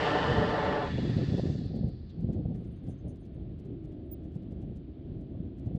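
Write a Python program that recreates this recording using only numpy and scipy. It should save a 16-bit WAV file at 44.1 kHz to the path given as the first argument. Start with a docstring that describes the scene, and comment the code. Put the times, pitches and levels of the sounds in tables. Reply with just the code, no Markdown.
"""Rocket launch over a windy field.

A rocket climbs away, heard by a small camera on a stand about a metre up. Its crackling jet arrives
directly and off the ground, giving a hollow roar that drops to a fading hiss at burnout. Gusts buffet
the microphone over a wind rumble that briefly hoots; something small tinkles faintly."""
import sys
import numpy as np
from scipy import signal
from scipy.fft import rfft, irfft, next_fast_len
from scipy.io import wavfile
from scipy.ndimage import uniform_filter1d

SR = 44100
rng = np.random.default_rng(int(sys.argv[2]) if len(sys.argv) > 2 else 0)


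def store_wav(level_fs):
    """Save 16-bit WAV to argv[1]."""
    pcm = np.round(np.clip(np.atleast_2d(level_fs), -1, 1) * 32767)
    wavfile.write(sys.argv[1], SR, pcm.T.astype(np.int16))


N = 254898
FFT_SIZE = next_fast_len(N + SR // 4, real=True)
TIME, FREQ = np.arange(N) / SR, np.maximum(np.fft.rfftfreq(FFT_SIZE, 1 / SR), 1)
SAG_S, BURNOUT_S = 0.75, 0.866  # thrust sags, then cuts
LIGHT_AIR_DB = -46  # flow between gusts


def undb(db):
    """Decibels to gain."""
    return 10 ** (np.asarray(db) / 20)


def unit(x):
    """Scale to rms 1."""
    return x / np.sqrt(np.mean(x ** 2))


def even(x, samples):
    """Hold the short-term power of a noise near 1."""
    return x / np.sqrt(uniform_filter1d(uniform_filter1d(x ** 2, samples), samples))


def curves(table):
    """Columns of a time table at every sample."""
    times_s, *columns = np.transpose(table)
    return [np.interp(TIME, times_s, column) for column in columns]


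def ramp(start_s, end_s):
    """Linear rise from 0 to 1."""
    return np.clip((TIME - start_s) / (end_s - start_s), 0, 1)


def after(s):
    """Seconds since s, 0 before."""
    return np.maximum(TIME - s, 0)


def bump(s, half_s):
    """Gaussian envelope, 1 at time s."""
    return np.exp(-((TIME - s) / half_s) ** 2)


def swell_db(s, hold_s, rise_db_per_s, fall_db_per_s):
    """Rise to 0 dB at time s, hold, fall."""
    return -rise_db_per_s * np.maximum(s - TIME, 0) - fall_db_per_s * after(s + hold_s)


def walk(rate_hz):
    """Smoothed random steps, rms 1."""
    hold = int(SR / rate_hz)
    steps = np.repeat(rng.standard_normal(N // hold + 1), hold)
    return unit(uniform_filter1d(uniform_filter1d(steps, hold), hold)[:N])


def shocks(rate_hz, spread_db):
    """Steep pressure fronts at random times, a few much stronger; rms 1."""
    arrivals = rng.random(N) < rate_hz / SR
    return unit(arrivals * undb(spread_db * np.minimum(rng.exponential(size=N), 4)))


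def filtered(x, gain):
    """Apply a gain per frequency, with mirrored ends."""
    lead = (FFT_SIZE - N) // 2
    padded = np.pad(x, (lead, FFT_SIZE - N - lead), "reflect")
    return irfft(rfft(padded) * gain, FFT_SIZE)[lead:lead + N]


def colour(x, spectrum):
    """Shape x by (f/Hz, level/dB) points, -25 dB/oct beyond the ends; rms 1."""
    hz, db = np.transpose(spectrum)
    outside_oct = np.abs(np.log2(FREQ / np.clip(FREQ, hz[0], hz[-1])))
    gain_db = np.interp(np.log(FREQ), np.log(hz), db) - 25 * outside_oct
    return unit(filtered(x, undb(gain_db)))


def noise(spectrum):
    """Gaussian noise shaped by (f/Hz, level/dB) points; rms 1."""
    return colour(rng.standard_normal(N), spectrum)


def tilt(x, db_per_oct, pivot_hz):
    """Time-varying slope over the three octaves above the pivot."""
    octaves = np.clip(np.log2(FREQ / pivot_hz), 0, 3)
    bands = [filtered(x, np.maximum(1 - np.abs(octaves - k), 0)) for k in range(4)]
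    return sum(band * undb(k * db_per_oct) for k, band in enumerate(bands))


def moving_band(x, centre_hz, half_width_hz):
    """The part of x around a moving centre."""
    phase = 2 * np.pi * np.cumsum(centre_hz) / SR
    lowpass = np.exp(-(FREQ / half_width_hz) ** 2)
    return 2 * sum(filtered(x * carrier, lowpass) * carrier for carrier in (np.cos(phase), np.sin(phase)))


def add(out, s, sound):
    """Mix in a short sound at time s."""
    start = int(np.clip(s * SR, 0, N - 1))
    out[start:start + len(sound)] += sound[:N - start]


def wind_flow_db():
    """Wind strength at the microphone: gusts and light air add in power."""
    # gusts: t/s, hold/s, level/dB
    arrivals = [(0.284, 0.2, -30.5), (0.669, 0.031, -33), (0.939, 0.22, -30), (1.137, 0.095, -28.5),
                (1.279, 0.22, -31), (1.568, 0.089, -33), (1.75, 0.11, -31), (2.204, 0.35, -33),
                (2.66, 0.12, -41.5), (2.865, 0.048, -38), (3.055, 0.022, -37.5), (3.298, 0.42, -42),
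                (4.226, 0.39, -45.5), (4.59, .16, -41.5), (5.08, 0.16, -40.5), (5.362, 0.097, -38.5),
                (5.67, .2, -36)]
    power = sum(undb(db + swell_db(s, hold_s, rise_db_per_s=157, fall_db_per_s=124.5)) ** 2
                for s, hold_s, db in arrivals)
    return 10 * np.log10(power + undb(LIGHT_AIR_DB) ** 2)


def field(flow_db):
    """Wind rumbles about the stand; a soft hiss stirs with the gusts."""
    # rumble strength: t/s, level/dB
    breeze = [(2.0, -64.5), (2.3, -59.5), (3.4, -51), (3.75, -46.5), (4.15, -47), (4.8, -51), (5.78, -47)]
    # rumble and hiss spectra: f/Hz, level/dB
    rumble_spectrum = [(50, -13), (110, -10), (200, -6.5), (280, 0), (340, -0.5), (390, -5.5), (460, -22),
                       (550, -16.5), (660, -16), (780, -30), (1000, -47.5)]
    hiss_spectrum = [(900, -3.5), (1400, -6.5), (2500, -9), (3300, -7), (4600, -16.5), (5400, -28),
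                     (7000, -36), (13000, -46)]
    rumble = noise(rumble_spectrum) * undb(curves(breeze)[0] + 2 * walk(rate_hz=10))
    hiss = noise(hiss_spectrum) * undb(-74.5 + 0.5 * walk(rate_hz=9.7) + 0.1 * (flow_db - LIGHT_AIR_DB))
    return rumble + hiss


def hoots():
    """Hollow, wavering notes swell out of the wind and sink in pitch."""
    # notes at their peak: t/s, half length/s, f/Hz, level/dB
    notes = [(3.718, 0.064, 391.5, -46), (3.734, 0.027, 280.2, -39), (3.79, 0.095, 326, -45.5),
             (3.896, 0.019, 417, -50), (4.275, 0.065, 308.7, -47.5)]
    sink_hz_per_s, waver = 250, 0.023
    out = np.zeros(N)
    for s, half_s, hz, db in notes:
        pitch_hz = (hz - sink_hz_per_s * (TIME - s)) * (1 + waver * walk(rate_hz=110))
        tone = np.sin(2 * np.pi * np.cumsum(pitch_hz) / SR)
        out += tone * undb(db + 1.6 * walk(rate_hz=24)) * bump(s, half_s)
    return out


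def knocks():
    """Faint dry knocks, each a short noise burst."""
    # bursts: t/s, level/dB, centre/Hz, half width/oct
    bursts = [(2.103, -64, 3630, 0.21), (2.335, -69.5, 2000, 2), (2.553, -68.5, 1800, 0.88),
              (2.65, -74, 1700, 2.1), (2.875, -75, 1900, 1.7)]
    out = np.zeros(N)
    for s, db, hz, octaves in bursts:
        band = noise([(hz / 2 ** octaves, -10), (hz, 0), (hz * 2 ** octaves, -10)])
        out += band * undb(db) * bump(s, half_s=0.011)
    return out


def crackles():
    """Faint, brief crackles in the treble."""
    # bursts: t/s, level/dB
    bursts = [(1.1, -69), (1.38, -68.5), (1.66, -74), (1.765, -71.5), (1.888, -73.5), (2.212, -77.5),
              (2.555, -74.5), (2.875, -77), (3.163, -78), (3.258, -78), (3.598, -77), (3.658, -78),
              (3.851, -77), (3.925, -81), (4.24, -82), (4.26, -85), (4.32, -85), (4.342, -86), (4.36, -76),
              (4.43, -83), (4.52, -77.5), (4.622, -78), (4.768, -75), (5.215, -81.5), (5.575, -89),
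              (5.595, -76.5), (5.666, -75.5), (5.76, -77.5)]
    # crackle spectrum: f/Hz, level/dB
    spectrum = [(2000, 1), (5000, -0.5), (7000, -3.5), (10000, -8.5), (12500, -11.5), (13500, -29)]
    grit = colour(even(shocks(rate_hz=2500, spread_db=6), samples=400), spectrum)
    return grit * sum(undb(db) * bump(s, half_s=0.011) for s, db in bursts)


def tinkles():
    """Light scraping touches ring a small metal thing."""
    # touches: t/s, peak/dB, gain of the modes below split_hz/dB
    touches = [(2.570, -76, -2), (2.615, -80, -12), (2.675, -75, -12), (2.72, -75, -12), (2.765, -75, -4),
               (2.84, -76, -8), (2.891, -64.5, -17), (2.909, -65, 10), (2.985, -74, 20), (3.086, -63, -3),
               (3.098, -68, 0), (3.205, -75, -8), (3.228, -78, 6), (3.343, -76, -6), (3.889, -85, -18),
               (4.058, -84, -18)]
    # metal's modes: f/Hz, level/dB, t60/s
    modes = [(5850, -8, .06), (6335, 3, 0.093), (6600, -4.5, 0.034), (7000, -4, .04), (7400, -12, .04),
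             (8100, -13, .04), (9000, -3, 0.06), (9070, 0, .07), (9150, -2, .04)]
    split_hz, detune = 7800, 0.0037
    out, t = np.zeros(N), np.arange(SR // 5) / SR
    lowpass = signal.butter(6, 10000, fs=SR, output="sos")
    for s, peak_db, lower_db in touches:
        ring = np.zeros(len(t))
        for hz, mode_db, t60_s in modes:  # each contact favours other modes and detunes them
            gain = undb(mode_db + lower_db * (hz < split_hz) + 2 * rng.standard_normal())
            detuned_hz = hz * (1 + detune * rng.standard_normal())
            ring += gain * np.sin(2 * np.pi * detuned_hz * t) * undb(-60 * t / t60_s)
        scrape = rng.standard_normal(len(t)) ** 3 * t * np.exp(-t / 0.0085)
        touch = signal.fftconvolve(signal.sosfilt(lowpass, scrape), ring)
        add(out, s - 0.01, undb(peak_db) * touch / np.abs(touch).max())
    return out


def whistle():
    """A very high, thin tone sounds for an instant."""
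    pitch_hz, level_db = 15014, -39
    gate = np.sin(np.pi / 2 * (ramp(4.110, 4.119) - ramp(4.137, 4.146))) ** 2
    return undb(level_db) * gate * np.sin(2 * np.pi * pitch_hz * TIME)


def gusts(flow_db):
    """Eddies tumble over the microphone, louder and brighter with the flow and with each swirl."""
    # eddy spectrum: f/Hz, level/dB
    spectrum = [(38, -34.5), (65, -4.5), (123, 0), (187, -3), (226, -5), (358, -14), (524, -24), (620, -30),
                (751, -31), (950, -51), (1240, -77.5), (2090, -120)]
    eddies = even(noise(spectrum), samples=1000)
    swirl = 2.3 * np.tanh(walk(rate_hz=64))
    excess_db = flow_db + 33.5  # re a moderate gust
    db_per_oct = -0.2 + 0.05 * excess_db + 0.27 * swirl
    flutter = tilt(eddies, db_per_oct, pivot_hz=154) * undb(flow_db + 1.3 * swirl - 1.64)
    # the largest eddies hardly feel the gusts
    deep = noise([(25, -24.5), (42, -5), (58, -7), (80, -3.5)])
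    return flutter + deep * undb(-44.5 + 0.22 * excess_db)


def buffets(flow_db, stray_count=40):
    """Tight vortices hit the port: one pressure swing each, the hardest with a brighter flutter."""
    # hardest vortices: t/s, peak/dB, nominal f/Hz, flutter/dB
    vortices = [(0.289, -28, 110, -38), (0.32, -16.5, 120, -44), (0.386, -20, 110, -43),
                (.666, -34, 100, -48), (0.987, -36, 150, -32), (1.055, -43, 103, -34),
                (1.099, -27, 175, -35), (1.168, -18, 178, -45), (1.189, -23, 135, -30),
                (1.216, -18, 150, -37), (1.288, -23, 130, -53), (1.323, -19.5, 158, -38),
                (1.343, -23, 205, -35), (1.350, -19, 180, -42), (1.383, -23, 260, -32),
                (1.397, -21.5, 466, -33.5), (1.438, -19.5, 212, -36), (1.457, -17, 234, -40),
                (1.47, -34, 130, -35), (1.501, -17, 160, -52), (1.556, -22.5, 139, -39.5),
                (1.661, -26, 97, -49), (1.742, -30, 161, -38.5), (1.764, -23.5, 192, -43),
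                (1.812, -22, 157, -51), (1.835, -27, 129, -43), (1.847, -18, 108, -52),
                (1.888, -23.5, 138, -53), (2.18, -30.5, 130, -54), (2.21, -32, 110, -52),
                (2.247, -20, 134, -43), (2.290, -22.5, 171, -41), (2.304, -17, 177, -46),
                (2.366, -30, 111, -46), (2.395, -32, 150, -47), (2.458, -20, 125, -42),
                (2.514, -27, 105, -44), (2.552, -29, 151, -53), (2.887, -23.5, 159, -55),
                (3.071, -44, 121, -45.5), (3.85, -31, 111, -54), (4.364, -26, 170, -46),
                (4.468, -33, 266, -55), (4.527, -31, 220, -43.5), (4.635, -27, 108, -42),
                (5.12, -28.5, 130, -46), (5.354, -28.5, 108, -45), (5.405, -24, 150, -52),
                (5.438, -36, 149, -52), (5.675, -26.5, 105, -44), (5.716, -39, 125, -43),
                (5.751, -21, 151, -42)]
    # flutter spectrum: f/Hz, level/dB
    flutter_spectrum = [(170, 2), (250, 1), (400, -3), (560, -6), (750, -15.5), (950, -31.5)]
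    flutter_half_s = 0.0085
    swings, flutter_gain = np.zeros(N), np.zeros(N)
    t = np.arange(-SR // 50, SR // 50) / SR
    hits = [row[:3] for row in vortices]
    for position, pitch in rng.random((stray_count, 2)):  # lesser hits, scaled by the flow
        i = int(position * N)
        hits.append((TIME[i], flow_db[i] + 2.5, 164 * 2 ** (pitch - 0.5)))
    for s, peak_db, nominal_hz in hits:
        phase_sq = (np.pi * 0.9 * nominal_hz * t) ** 2
        add(swings, s + t[0], undb(peak_db) * (1 - 2 * phase_sq) * np.exp(-phase_sq))
    for s, _, _, flutter_db in vortices:
        add(flutter_gain, s + t[0], undb(flutter_db) * np.exp(-(t / flutter_half_s) ** 2))
    return swings + flutter_gain * even(noise(flutter_spectrum), samples=500)


def spent_motor():
    """The last grain burns at low pressure: a sputtering hiss that starts dull, thins and dies."""
    # spectra of the hiss and its top fizz: f/Hz, level/dB
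    hiss_spectrum = [(300, -14), (900, -6), (1400, -7), (1800, -5.5), (2400, -7.5), (3100, -2), (3500, -3),
                     (4700, -0.5), (6000, -15), (7500, -28), (9000, -43.5), (12000, -74.5)]
    fizz_spectrum = [(4800, -9.5), (5800, 4), (7700, -0.5), (8500, -15), (10400, -15), (11500, -48)]
    spent_s, ebb_db_per_s, die_db_per_s = 1.47, 19.5, 46
    thin_s, fizz_end_s, fizz_die_db_per_s = 0.29, 1.544, 107.5
    onset = ramp(SAG_S, BURNOUT_S)
    hiss_db = -43 - ebb_db_per_s * after(BURNOUT_S) - (die_db_per_s - ebb_db_per_s) * after(spent_s)
    db_per_oct = -16.5 * np.exp(-after(BURNOUT_S) / thin_s)
    gas = colour(rng.standard_normal(N) + 0.5 * shocks(rate_hz=570, spread_db=1.5), hiss_spectrum)
    hiss = tilt(gas, db_per_oct, pivot_hz=2480) * undb(hiss_db + 0.8 * walk(rate_hz=75))
    # the dying jet narrows to a sizzle
    sizzle = noise([(3000, -12), (4400, 6.5), (5100, -4), (6000, -26.5)])
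    sizzle_db = -63 + swell_db(1.597, hold_s=0, rise_db_per_s=97, fall_db_per_s=24.5)
    fizz = noise(fizz_spectrum) * undb(-69 - fizz_die_db_per_s * after(fizz_end_s))
    return (hiss + fizz) * onset + sizzle * undb(sizzle_db)


def roar():
    """Turbulent mixing noise and shocks recede, sag as the grain runs out, and cut at burnout."""
    # jet spectrum: f/Hz, level/dB
    spectrum = [(50, -29), (110, -5), (300, -2.5), (450, 0.5), (600, 0), (880, -5), (1150, -7.5),
                (1600, -11.5), (3000, -21.5), (4600, -24), (6200, -37.5), (7700, -41.5), (8700, -54.5),
                (10500, -56), (12500, -86)]
    # wandering band of rasp: t/s, centre/Hz, level re jet/dB
    rasp_track = [(0, 2900, -13), (.12, 2950, -14.5), (.28, 2990, -16), (.45, 3060, -22), (.6, 2850, -24),
                  (.75, 2880, -20), (.87, 2800, -21)]
    recede_db_per_s, sag_db_per_s, cut_db_per_s = 3, 24.5, 315
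    level_db = -28 - recede_db_per_s * TIME - sag_db_per_s * after(SAG_S) - cut_db_per_s * after(BURNOUT_S)
    jet = colour(rng.standard_normal(N) + 0.43 * shocks(rate_hz=1500, spread_db=2.5), spectrum)
    db_per_oct = 0.5 - 2.5 * np.minimum(TIME, BURNOUT_S)  # the growing path dulls the treble
    jet = tilt(jet, db_per_oct, pivot_hz=870)
    rasp_hz, rasp_db = curves(rasp_track)
    roughness = noise([(15, 5), (100, 3.5), (280, -5.5), (450, -8)])
    rasp = unit(roughness * np.cos(2 * np.pi * np.cumsum(rasp_hz) / SR)) * undb(rasp_db)
    return (jet + rasp) * undb(level_db + 0.2 * walk(rate_hz=33.3))


def echo(x, lags, gain, cutoff_hz):
    """A surface returns the sound slightly later, its treble softened."""
    dulled = filtered(x * ramp(0, 0.0028), 1 / np.hypot(1, FREQ / cutoff_hz))
    return gain * np.interp(TIME - curves(lags)[0], TIME, dulled)


def housing(x):
    """The camera's case lifts some bands and absorbs others."""
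    # case resonances: f/Hz, width/Hz, gain/dB
    resonances = [(820, 150, 3), (1880, 144, 5.5), (1720, 126, 4.5), (1762, 30, 3.5), (2344, 230, -1.5),
                  (2760, 200, -0.5), (3355, 26, 8), (3540, 85, 5.5)]
    gain_db = sum(db * np.exp(-2 * ((FREQ - hz) / width_hz) ** 2) for hz, width_hz, db in resonances)
    return filtered(x, undb(gain_db))


def rocket():
    """The motor arrives directly, off the ground and off a near surface; notches slide as it climbs."""
    # echo delays, growing with the climb: t/s, lag/s
    ground_lags = [(0, .00672), (.2, .00678), (.6, .00681), (1.0, .00686), (1.6, .00689)]
    near_lags = [(0, .00222), (.5, .00226), (1.0, .00228)]
    # hollow sweeping upward: t/s, centre/Hz, gain/dB
    hollow = [(0, 2150, 3.5), (.18, 2150, -3), (.4, 2320, -7), (.65, 2380, -1), (.85, 3120, -7),
              (1.2, 3150, -7)]
    direct = roar() + spent_motor()
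    ground = echo(direct, ground_lags, gain=0.71, cutoff_hz=2300)
    near = echo(direct, near_lags, gain=0.097, cutoff_hz=2500)
    sound = direct + ground + near
    hollow_hz, hollow_db = curves(hollow)
    sound += (undb(hollow_db) - 1) * moving_band(sound, hollow_hz, half_width_hz=160)
    return housing(sound) * undb(-1.6)


def scene():
    """All centred except the whistle on the right."""
    flow_db = wind_flow_db()
    centre = rocket() + gusts(flow_db) + buffets(flow_db) + field(flow_db)
    centre += hoots() + knocks() + tinkles() + crackles()
    return np.array([centre, centre + whistle()])


def record(dry):
    """The camera cuts the deepest rumble and the very top; short fades prevent clicks."""
    low_hz, top_hz = 30, 15800
    highpass = signal.butter(2, low_hz, "high", fs=SR, output="sos")
    lowpass = signal.ellip(8, 0.2, 70, top_hz, fs=SR, output="sos")
    fade_in = np.sin(np.pi / 2 * ramp(0, 0.001)) ** 2
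    fade_out = np.cos(np.pi / 2 * ramp(TIME[-1] - 0.005, TIME[-1])) ** 2
    return signal.sosfilt(lowpass, signal.sosfilt(highpass, dry) * fade_in * fade_out)


dry = scene()
out = record(dry)
store_wav(out)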